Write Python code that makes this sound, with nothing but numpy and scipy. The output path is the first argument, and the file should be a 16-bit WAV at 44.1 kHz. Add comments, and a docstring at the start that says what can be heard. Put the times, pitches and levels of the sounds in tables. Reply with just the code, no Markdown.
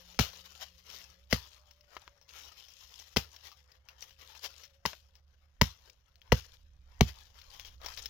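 """Open air, dry leaf litter: a man crouches and chops thin branches with a hatchet, seven uneven blows.
Each blow layers fibre cracks and ringing modes of wood and steel over a soil thud and a shake of leaves.
In between he drags and sorts twigs: patchy grains crackle and scuff, small snaps click and ring.
Behind it lie shaped-noise rumble, hiss and breeze, and a faint far-off motor made of wavering sines.
There are no walls, only scatter off ground and brushwood; the work is nearer the left microphone port."""
import sys
import numpy as np
from scipy import signal
from scipy.fft import rfft, irfft, next_fast_len
from scipy.io import wavfile
from scipy.ndimage import uniform_filter1d

SR = 44100
rng = np.random.default_rng(int(sys.argv[2]) if len(sys.argv) > 2 else 0)


def file_out(sig):
    """Save sig as 16-bit WAV at sys.argv[1]."""
    # one column per channel
    cols = np.atleast_2d(sig).T
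    # limit, then scale
    lim = np.clip(cols, -1, 1)
    pcm = np.round(lim * 32767).astype(np.int16)
    wavfile.write(sys.argv[1], SR, pcm)


N = 357033
T = np.arange(N) / SR
HIT_T = T[:SR // 2]  # time axis of one hit

# All levels are relative: the functions trim the layers, and filter spectra only set a shape.
# Open-air bed, spectrum: [f/Hz, level/dB]
AIR_SPECTRUM = [(20, -26.5), (40, -19.5), (65, 2), (90, -9.5), (150, -17), (290, -35.5), (420, -36),
                (550, -25), (700, -41), (1100, -36.5), (2000, -43.5), (6000, -51.5), (9000, -70),
                (16000, -78.5)]
# Breeze on the microphone: [t/s, level/dB]
BREEZE = [(0, -74), (3.8, -80), (4.1, -69), (4.4, -80), (6.3, -72), (6.75, -60.5), (7.3, -65.5), (7.7, -57),
          (8.1, -56)]
# Distant motor: [t/s, pitch f/Hz, fundamental level/dB, third harmonic level/dB]
MOTOR = [(0, 176.2, -67, -71.5), (.6, 174, -73, -76.5), (1.15, 180, -71.5, -79), (1.35, 194, -91, -79.5),
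         (1.6, 199, -91, -77), (2.15, 191, -91, -73.5), (2.35, 176, -89.5, -81.5), (3.8, 172.3, -92, -87.5),
         (4.4, 180, -85, -74), (4.75, 185, -88.5, -75.5), (5.2, 181.8, -96, -89.5), (8.1, 179, -92, -86.5)]

# The hand gathers, drags or lays down branches:
# [start t/s, length t/s, crisp leaves level/dB, dull scuffing level/dB]
MOVES = [(-0.07, 0.29, -59, -70.5), (0.262, 0.4, -55, -66), (0.703, .13, -64.5, -78),
         (0.839, .17, -52, -62.5), (1.078, 0.16, -70.5, -79), (1.336, .2, -57.5, -67),
         (1.632, 0.15, -71.5, -82), (1.871, 0.17, -62, -65.5), (2.275, .2, -51.5, -61.5),
         (2.54, 0.061, -56, -69.5), (2.66, 0.48, -58.5, -76), (2.884, .16, -58, -70),
         (3.23, 0.36, -62, -72.5), (3.62, 0.16, -74.5, -75.5), (3.851, 0.032, -67, -64.5),
         (3.97, .05, -53.5, -67), (4.174, 0.11, -53, -62.5), (4.33, 0.31, -56, -66),
         (4.883, 0.055, -62, -76), (5.657, .26, -66.5, -74), (6.201, 0.18, -74, -71.5),
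         (6.339, .21, -62.5, -72.5), (6.855, 0.18, -71, -70.5), (7.069, 0.18, -59, -68.5),
         (7.318, 0.19, -62, -70), (7.467, 0.22, -56, -67.5), (7.794, 0.074, -56.5, -55),
         (7.83, 0.31, -51, -61.5)]
# A move takes hold, eases off, and the leaves settle
MOVE_ATTACK_S, MOVE_SAG_DB_PER_S, MOVE_T60_S = 0.064, 19.5, 0.44
REST_CRISP_DB, REST_SCUFF_DB = -83, -85  # the litter under a crouching man
# Quick swishes of a branch through the leaves: [t/s, level/dB, half length t/s]
SWEEPS = [(0.625, -44, 0.015), (1.323, -43.5, 0.011), (3.467, -50.5, 0.021), (4.451, -39, 0.013),
          (6.385, -51.5, 0.012), (7.091, -48, 0.013)]
# Crisp leaves, spectrum: [f/Hz, level/dB]
LEAF_SPECTRUM = [(700, -28), (1200, -18), (2000, -9), (2500, -5), (3050, 1), (3500, -1.5), (4600, -3.5),
                 (5200, 0.5), (6000, -3.5), (6900, -8), (8100, -25.5), (14500, -9.5), (16000, -20)]
# Dull scuffing, spectrum: [f/Hz, level/dB]
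SCUFF_SPECTRUM = [(120, -22), (280, -14), (450, -3), (1100, 0), (1900, -3), (3500, -13), (8000, -40.5)]

# Twigs snap and knock together: [t/s, level/dB, ring f/Hz, woody band level/dB, decay t60/s]
TWIGS = [(0.145, -44, 3880, -1.5, 0.071), (0.333, -32, 4100, -4, 0.071), (1.312, -32.5, 5240, -19, .025),
         (1.71, -47, 5300, -12, 0.04), (1.809, -52.5, 5070, -14, 0.033), (1.967, -34, 2660, 3.5, 0.032),
         (2.078, -46, 1370, 8.5, 0.026), (2.214, -47.5, 5240, -6.5, 0.16), (2.291, -49, 2730, -16, 0.06),
         (2.685, -43.5, 5720, -11.5, 0.084), (2.998, -38, 5520, -10, 0.035), (3.363, -40.5, 5400, -20, .03),
         (3.517, -41.5, 1210, -30, 0.1), (3.718, -49, 4830, -10, .03), (3.887, -40, 2770, -36, 0.093),
         (4.024, -35, 5720, -11.5, 0.017), (4.108, -45, 3070, -12, 0.068), (4.351, -42.5, 2700, -4.5, .045),
         (4.451, -37.5, 2980, -1.5, .061), (4.636, -38.5, 5320, -40, 0.11), (4.932, -48, 5130, 13, 0.039),
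         (5.154, -49.5, 5060, -14.5, 0.058), (5.898, -45.5, 5020, -25, .029), (6.157, -55, 4180, -34, .036),
         (6.217, -48.5, 3220, -23, .025), (7.416, -44.5, 4220, -25, 0.047), (7.597, -33, 3400, -12, .05),
         (7.649, -36.5, 3220, -9.5, 0.2), (7.816, -42.5, 3560, -3, .03), (7.844, -31.5, 3350, -1.5, .061),
         (7.861, -26.5, 5330, -9, 0.034), (7.975, -30.5, 3920, -14, 0.073),
         (8.058, -27.5, 5230, -19, 0.045)]
# Thin twig snap, spectrum: [f/Hz, level/dB]
TWIG_SPECTRUM = [(150, -18), (400, -39.5), (1500, -2), (3000, 1.5), (5800, 3), (8300, -34.5), (15500, -2.5)]
# Knock of thicker sticks, spectrum: [f/Hz, level/dB]
KNOCK_SPECTRUM = [(80, -8), (250, -9), (500, 5.5), (1200, 5.5), (2400, 0), (5000, -5), (15000, -57.5)]

# Every blow bites the branch, breaks through it and lands in the soil:
# [t/s, bite level/dB, splitting time t/s, break after t/s, break level/dB, branch ring level/dB,
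#  cut piece f/Hz, cut piece level/dB, stub f/Hz, stub level/dB, thud level/dB, thud f/Hz,
#  rebound level/dB, leaves level/dB, leaves decay t60/s]
CHOPS = [(0.1904, -7.5, .0056, 0.004, -4.5, -26, 1310, -22, 430, -22.5, -17.5, 175, -1.5, -30.5, 0.28),
         (1.3265, -7, 0.0051, 0.0024, -10, -17, 2100, -23, 353, -21.5, -17, 200, -10, -36, 0.22),
         (3.1625, -12, .0086, .0056, -3, -26.5, 1547, -24.5, 408, -21.5, -19.5, 175, -11, -36, 0.22),
         (4.8539, -19.5, 0.0051, 0.0055, -7.5, -22, 1012, -19.5, 520, -29, -32.5, 150, -10.5, -41.5, 0.28),
         (5.6134, -2.5, 0.0036, 0.0037, -2, -15.5, 1000, -14, 415, -19, -13.5, 124, -10, -37.5, 0.24),
         (6.3202, -5.5, .0075, 0.004, -12, -13.5, 803, -20, 499, -9, -14, 100, -4, -41, 0.27),
         (7.0088, -2.8, 0.0025, .0043, -20, -18.5, 801, -12, 393, -13.5, -10.5, 120, -8.5, -45.5, 0.28)]
BREAK_SHARE = 0.67  # the break takes this share of the splitting time
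SINK_S, REBOUND_S = 0.0055, 0.013  # from the break to the soil, and from there to the rebound
# Tearing wood fibres, spectrum: [f/Hz, level/dB]
SNAP_SPECTRUM = [(150, -15), (310, -9.5), (430, 5.5), (1000, -0.5), (2000, -0.5), (3000, 1), (4200, -1.5),
                 (5600, 1), (7000, -11.5), (8300, -24.5), (11000, -16), (15500, -13)]
# Modes of the struck branch: [f/Hz, level/dB, decay t60/s]
BRANCH_MODES = [(483, -7.5, 0.031), (537, -6.5, 0.035), (710, -5, 0.03), (810, 0.5, 0.019),
                (1060, -8, 0.013), (1360, -11.5, 0.013), (1950, 3, 0.024), (2886, -2, 0.021)]
# Modes of the steel head: [f/Hz, level against the snap/dB, decay t60/s]
HEAD_MODES = [(3045, -34.5, 0.064), (4180, -37, 0.1), (5060, -36.5, 0.05), (5530, -44, 0.03),
              (5540, -41, .08), (6800, -44, 0.07)]
# Cut piece, ringing like a free bar: [multiple of its pitch, level/dB, decay t60/s]
PIECE_MODES = [(1, 0.5, 0.019), (2.76, 3, .014)]
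# Stub left in the hand: [multiple of its pitch, level/dB, decay t60/s]
STUB_MODES = [(1, -0.5, .022), (1.87, -3, 0.013)]
WOOD_LOSS_DB_PER_HZ = 0.004  # overtones weaken the further they lie above the pitch
# Wobble modes of the turf: [f/Hz, level/dB, decay t60/s]
SOIL_MODES = [(64.6, -18.5, .28), (85, -18.5, 0.23), (142.5, -24.5, 0.18), (221, -16.5, 0.095)]
THUD_LOW_HZ, THUD_HIGH_HZ = 46, 277.9

# Sound returning from ground and brushwood, spectrum: [f/Hz, level/dB]
SCATTER_SPECTRUM = [(100, -31), (500, -20), (2000, -16.5), (5000, -19), (9000, -18), (15000, -16.5)]
SCATTER_T60_S = 0.11
# Balance of the two ports: [f/Hz, left minus right level/dB]
PORT_BALANCE = [(60, -5.5), (130, 2.4), (240, 4), (370, 8), (800, 6.5), (1300, 8), (2400, 13), (4400, 17.5),
                (8000, 20.5), (11000, 15), (14500, 7)]
TOP_HZ = 16200


def undb(db):
    """Decibels to gain."""
    return 10 ** (np.asarray(db) / 20)


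def unit(x):
    """Scale to rms 1."""
    return x / np.sqrt(np.mean(x ** 2))


def curves(table):
    """The columns of a time table, joined by straight lines."""
    s, *columns = np.transpose(table)
    return [np.interp(T, s, column) for column in columns]


def gains(points, size):
    """A spectrum of (Hz, dB) points as gains on the bins of an FFT."""
    hz, db = np.transpose(points)
    log_bins = np.log(np.fft.rfftfreq(size, 1 / SR) + 1)
    return undb(np.interp(log_bins, np.log(hz), db))


def colour(x, points, size=4096):
    """Causal minimum-phase filter of unit energy with the given spectrum."""
    cepstrum = irfft(np.log(gains(points, size)))
    # folding the cepstrum forward in time makes the response causal
    cepstrum[1:size // 2] *= 2
    cepstrum[size // 2 + 1:] = 0
    response = irfft(np.exp(rfft(cepstrum)))
    return signal.oaconvolve(x, response / np.linalg.norm(response))[:len(x)]


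def add(track, s, sound):
    """Mix a sound in at time s."""
    i = max(int(s * SR), 0)
    track[i:i + len(sound)] += sound[:max(N - i, 0)]


def fade(t60):
    """Exponential decay over one hit, down 60 dB after t60 seconds."""
    return np.exp(-np.log(1000) * HIT_T / t60)


def ring(hz, t60):
    """One struck mode: a decaying sine."""
    return np.sin(2 * np.pi * hz * HIT_T) * fade(t60)


def resonate(x, hz, width_hz):
    """One resonance with gain 1 at its centre."""
    return signal.lfilter(*signal.iirpeak(hz, hz / width_hz, fs=SR), x)


def walk(rate):
    """Smooth random drift with a spread near 1, taking a new value `rate` times a second."""
    k = int(SR / rate)
    steps = np.repeat(rng.standard_normal(N // k + 1), k)
    return unit(uniform_filter1d(uniform_filter1d(steps, k), k)[:N])


def grains(size, per_s, spread_db):
    """Tiny fractures at random moments, most faint and a few strong; rms 1."""
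    present = rng.random(size) < per_s / SR
    strength = np.minimum(rng.exponential(size=size), 5)
    return unit(present * rng.choice([-1, 1], size) * undb(spread_db * strength))


def outdoors():
    """Distant rumble, a trace of hiss and puffs of breeze, all from shaped noise."""
    air = undb(-71) * colour(rng.standard_normal(N), AIR_SPECTRUM)
    puff_spectrum = [(15, -8), (32, -2.5), (70, 0.5), (130, -22.5), (300, -35.5), (1500, -79)]
    puffs = colour(rng.standard_normal(N), puff_spectrum)
    breeze_db = curves(BREEZE)[0] + 2 * walk(2.2)
    return air + undb(breeze_db) * puffs


def motor():
    """A far motor whose partials waver and fade on the way, over a low steady drone."""
    hz, first_db, third_db = curves(MOTOR)
    phase = 2 * np.pi * np.cumsum(hz * (1 + 0.012 * walk(35))) / SR
    first = undb(first_db + 2 * walk(9)) * np.sin(phase)
    third = undb(third_db + 4 * walk(40)) * np.sin(3 * phase)
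    drone_level = undb(-67.5 + 2 * walk(3.7))
    drone_phase = 2 * np.pi * np.cumsum(71 + 3 * walk(3)) / SR
    return undb(-1.5) * (first + third) + drone_level * np.sin(drone_phase)


def handling():
    """Strength of crackling and of scuffing: every move swells, sags while it lasts and dies away."""
    crisp, scuff = undb(REST_CRISP_DB), undb(REST_SCUFF_DB)
    for s, length_s, crisp_db, scuff_db in MOVES:
        age = T - s
        attack = np.clip(age / MOVE_ATTACK_S, 0, 1)
        sag_db = MOVE_SAG_DB_PER_S * np.clip(age, 0, length_s)
        release = np.exp(-np.log(1000) * np.maximum(age - length_s, 0) / MOVE_T60_S)
        effort = attack * undb(-sag_db) * release
        crisp = np.hypot(crisp, undb(crisp_db) * effort)
        scuff = np.hypot(scuff, undb(scuff_db) * effort)
    return crisp, scuff


def crackle(count):
    """Single leaves and stalks pop as short noise bursts, each at a pitch of its own; rms 1."""
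    out, t = np.zeros(N), T[:SR // 50]
    for when, pitch, strength, length in rng.random((count, 4)):
        pop = rng.standard_normal(len(t)) * np.exp(-t / (0.00063 + 0.002 * length))
        pop = resonate(pop, 2400 + 4200 * pitch, width_hz=700)
        add(out, when * N / SR, undb(13 * strength ** 2) * pop)
    return unit(out)


def patchy(x, patchy_db):
    """Ever-changing resonances: each leaf and stalk that moves has its own colour for a moment."""
    _, _, cells = signal.stft(x, nperseg=1024)
    field = rng.standard_normal(cells.shape)
    field = uniform_filter1d(field, size=5, axis=0)  # blur across frequency
    field = uniform_filter1d(field, size=6, axis=1)  # blur across time
    return unit(signal.istft(cells * undb(patchy_db * unit(field)))[1][:N])


def landings():
    """The head meets the soil after each break: (s, thud dB, thud Hz, rebound dB, leaves dB, t60 s)."""
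    return [(s + break_s + SINK_S, *landing)
            for s, _, _, break_s, _, _, _, _, _, _, *landing in CHOPS]


def litter():
    """Dry leaves crackle and scuff when handled, swept or shaken by a blow; each port hears other leaves."""
    crushed, dragged = handling()
    shaken = sum(undb(db) * np.exp(-((T - s) / half_s) ** 2 / 2) for s, db, half_s in SWEEPS)
    for s, *_, leaves_db, t60 in landings():
        add(shaken, s, undb(leaves_db) * fade(t60))
    catching = undb(2.6 * walk(60))  # leaves catch and let go
    crisp = np.hypot(crushed * catching, shaken)
    scuff = np.hypot(undb(4) * dragged * catching, undb(-7) * shaken)
    sides = []
    for _ in range(2):
        pops = undb(-5.5) * crackle(count=550)
        crumbling = patchy(grains(N, per_s=6000, spread_db=3.5), patchy_db=3.2)
        rubbing = patchy(grains(N, per_s=2500, spread_db=3), patchy_db=4)
        crisp_leaves = colour(crisp * crumbling, LEAF_SPECTRUM)
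        dull_scuffing = colour(scuff * rubbing, SCUFF_SPECTRUM)
        sides.append(crisp_leaves + crushed * pops + dull_scuffing)
    return np.array(sides)


def twigs():
    """Small dry snaps: a first click, then splinters in the twig's own resonance; thicker sticks also knock."""
    ticks, knocks, rings = np.zeros((3, N))
    for s, db, hz, woody_db, t60 in TWIGS:
        splinters = grains(len(HIT_T), per_s=3500, spread_db=3)
        burst = splinters * (fade(t60) + 1.3 * fade(0.0017))
        burst /= np.linalg.norm(burst)
        burst[0] += 0.6  # the first click
        burst *= undb(db + 5.5)
        thin = np.sqrt(max(1 - undb(woody_db) ** 2, 0.1))  # what the woody band leaves over
        add(ticks, s, undb(8) * burst * thin)
        add(knocks, s, undb(7 + woody_db) * burst)
        add(rings, s, undb(23.5) * thin * resonate(burst, hz, width_hz=120))
    return colour(ticks, TWIG_SPECTRUM) + colour(knocks, KNOCK_SPECTRUM) + rings


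def stick(modes, hz):
    """A struck length of wood whose modes are multiples of its pitch."""
    out = 0
    for multiple, db, t60 in modes:
        loss_db = WOOD_LOSS_DB_PER_HZ * hz * (multiple - 1)
        out = out + undb(db - loss_db) * ring(hz * multiple, t60)
    return out


def cracks():
    """Fibres tear in two bursts, bite and break; branch, cut piece, stub and steel head ring briefly."""
    tearing, rings = np.zeros((2, N))
    head = sum(undb(db) * ring(hz, t60) for hz, db, t60 in HEAD_MODES)
    for (s, bite_db, split_s, break_s, break_db, ring_db,
         piece_hz, piece_db, stub_hz, stub_db, *_) in CHOPS:
        bite = (s, bite_db, split_s)
        snap = (s + break_s, break_db, BREAK_SHARE * split_s)
        for when, snap_db, length_s in (bite, snap):
            # a dense split with a faint tail of late fibres
            envelope = np.exp(-(HIT_T / length_s) ** 2) + undb(-21) * fade(0.073)
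            burst = grains(len(HIT_T), per_s=15000, spread_db=3) * envelope
            add(tearing, when, undb(snap_db + 6) * burst / np.linalg.norm(burst))
            add(rings, when, undb(snap_db) * head)
        # the hand grips at a new place each time, which shifts the modes a little
        shift = 1 + 0.0091 * rng.standard_normal(len(BRANCH_MODES))
        branch = sum((-1) ** k * undb(db) * ring(hz * shift[k], t60)
                     for k, (hz, db, t60) in enumerate(BRANCH_MODES))
        piece = stick(PIECE_MODES, piece_hz)
        add(rings, s, undb(ring_db - 5.5) * branch + undb(piece_db) * piece)
        add(rings, s + break_s, undb(stub_db) * stick(STUB_MODES, stub_hz))
    return colour(tearing, SNAP_SPECTRUM) + rings


def thuds():
    """The soil is pushed down and springs back, the head rebounds once and the turf wobbles on."""
    out, lead_s = np.zeros(N), 0.01  # room for the pulse to build up before its centre
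    for s, db, hz, rebound_db, *_ in landings():
        angle = 2 * np.pi * hz * (HIT_T - lead_s)
        push = -angle * np.exp((1 - angle ** 2) / 2)
        settle = (HIT_T - lead_s - REBOUND_S) / 0.0027
        rebound = (1 - settle ** 2) * np.exp(-settle ** 2 / 2)
        add(out, s - lead_s, undb(db) * (push + undb(rebound_db) * rebound))
        # a heavier blow sinks deeper and shakes disproportionately more turf
        turf = sum(undb(mode_db) * ring(mode_hz, t60) for mode_hz, mode_db, t60 in SOIL_MODES)
        add(out, s, -undb(1.4 * db + 5.5) * turf)
    # a small patch of soft ground radiates neither deep bass nor treble
    band = signal.butter(3, [THUD_LOW_HZ, THUD_HIGH_HZ], "band", fs=SR, output="sos")
    return signal.sosfiltfilt(band, out)


def brushwood(x):
    """The direct sound, a little late on the left, and its scatter off ground and twigs."""
    size = len(HIT_T)
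    late = np.exp(-2j * np.pi * np.fft.rfftfreq(N, 1 / SR) * 5e-5)  # 50 microseconds
    direct = np.array([irfft(rfft(x) * late, N), x])
    echoes = rng.standard_normal((2, size)) * fade(SCATTER_T60_S) * (1 - fade(0.006))
    echoes /= np.linalg.norm(echoes, axis=1, keepdims=True)
    echoes = irfft(rfft(echoes) * gains(SCATTER_SPECTRUM, size), size)[:, :size // 2]
    scatter = signal.oaconvolve(x[None], echoes, axes=1)[:, :N]
    # the shaded right port hears a larger share of scatter
    return direct + undb([[0], [7]]) * scatter


def ports(pair):
    """The right port faces away from the work and loses middle and treble."""
    size = next_fast_len(N + SR // 10)
    ratio = gains(PORT_BALANCE, size)
    # the two gains always add up to 2
    balance = 2 / (1 + np.array([1 / ratio, ratio]))
    return irfft(rfft(pair, size) * balance, size)[:, :N]


def scene():
    """Everything as it reaches the two ports; the litter lies too close to scatter."""
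    through_brushwood = cracks() + thuds() + twigs() + motor() + outdoors()
    return ports(brushwood(through_brushwood) + litter())


def record(dry):
    """Soft saturation rounds the highest peaks and a steep low-pass cuts the top."""
    rounded = 0.85 * np.tanh(dry / 0.85)
    low_pass = signal.ellip(10, 0.2, 80, TOP_HZ, fs=SR, output="sos")
    return signal.sosfilt(low_pass, rounded)


dry = scene()
out = record(dry)
file_out(out)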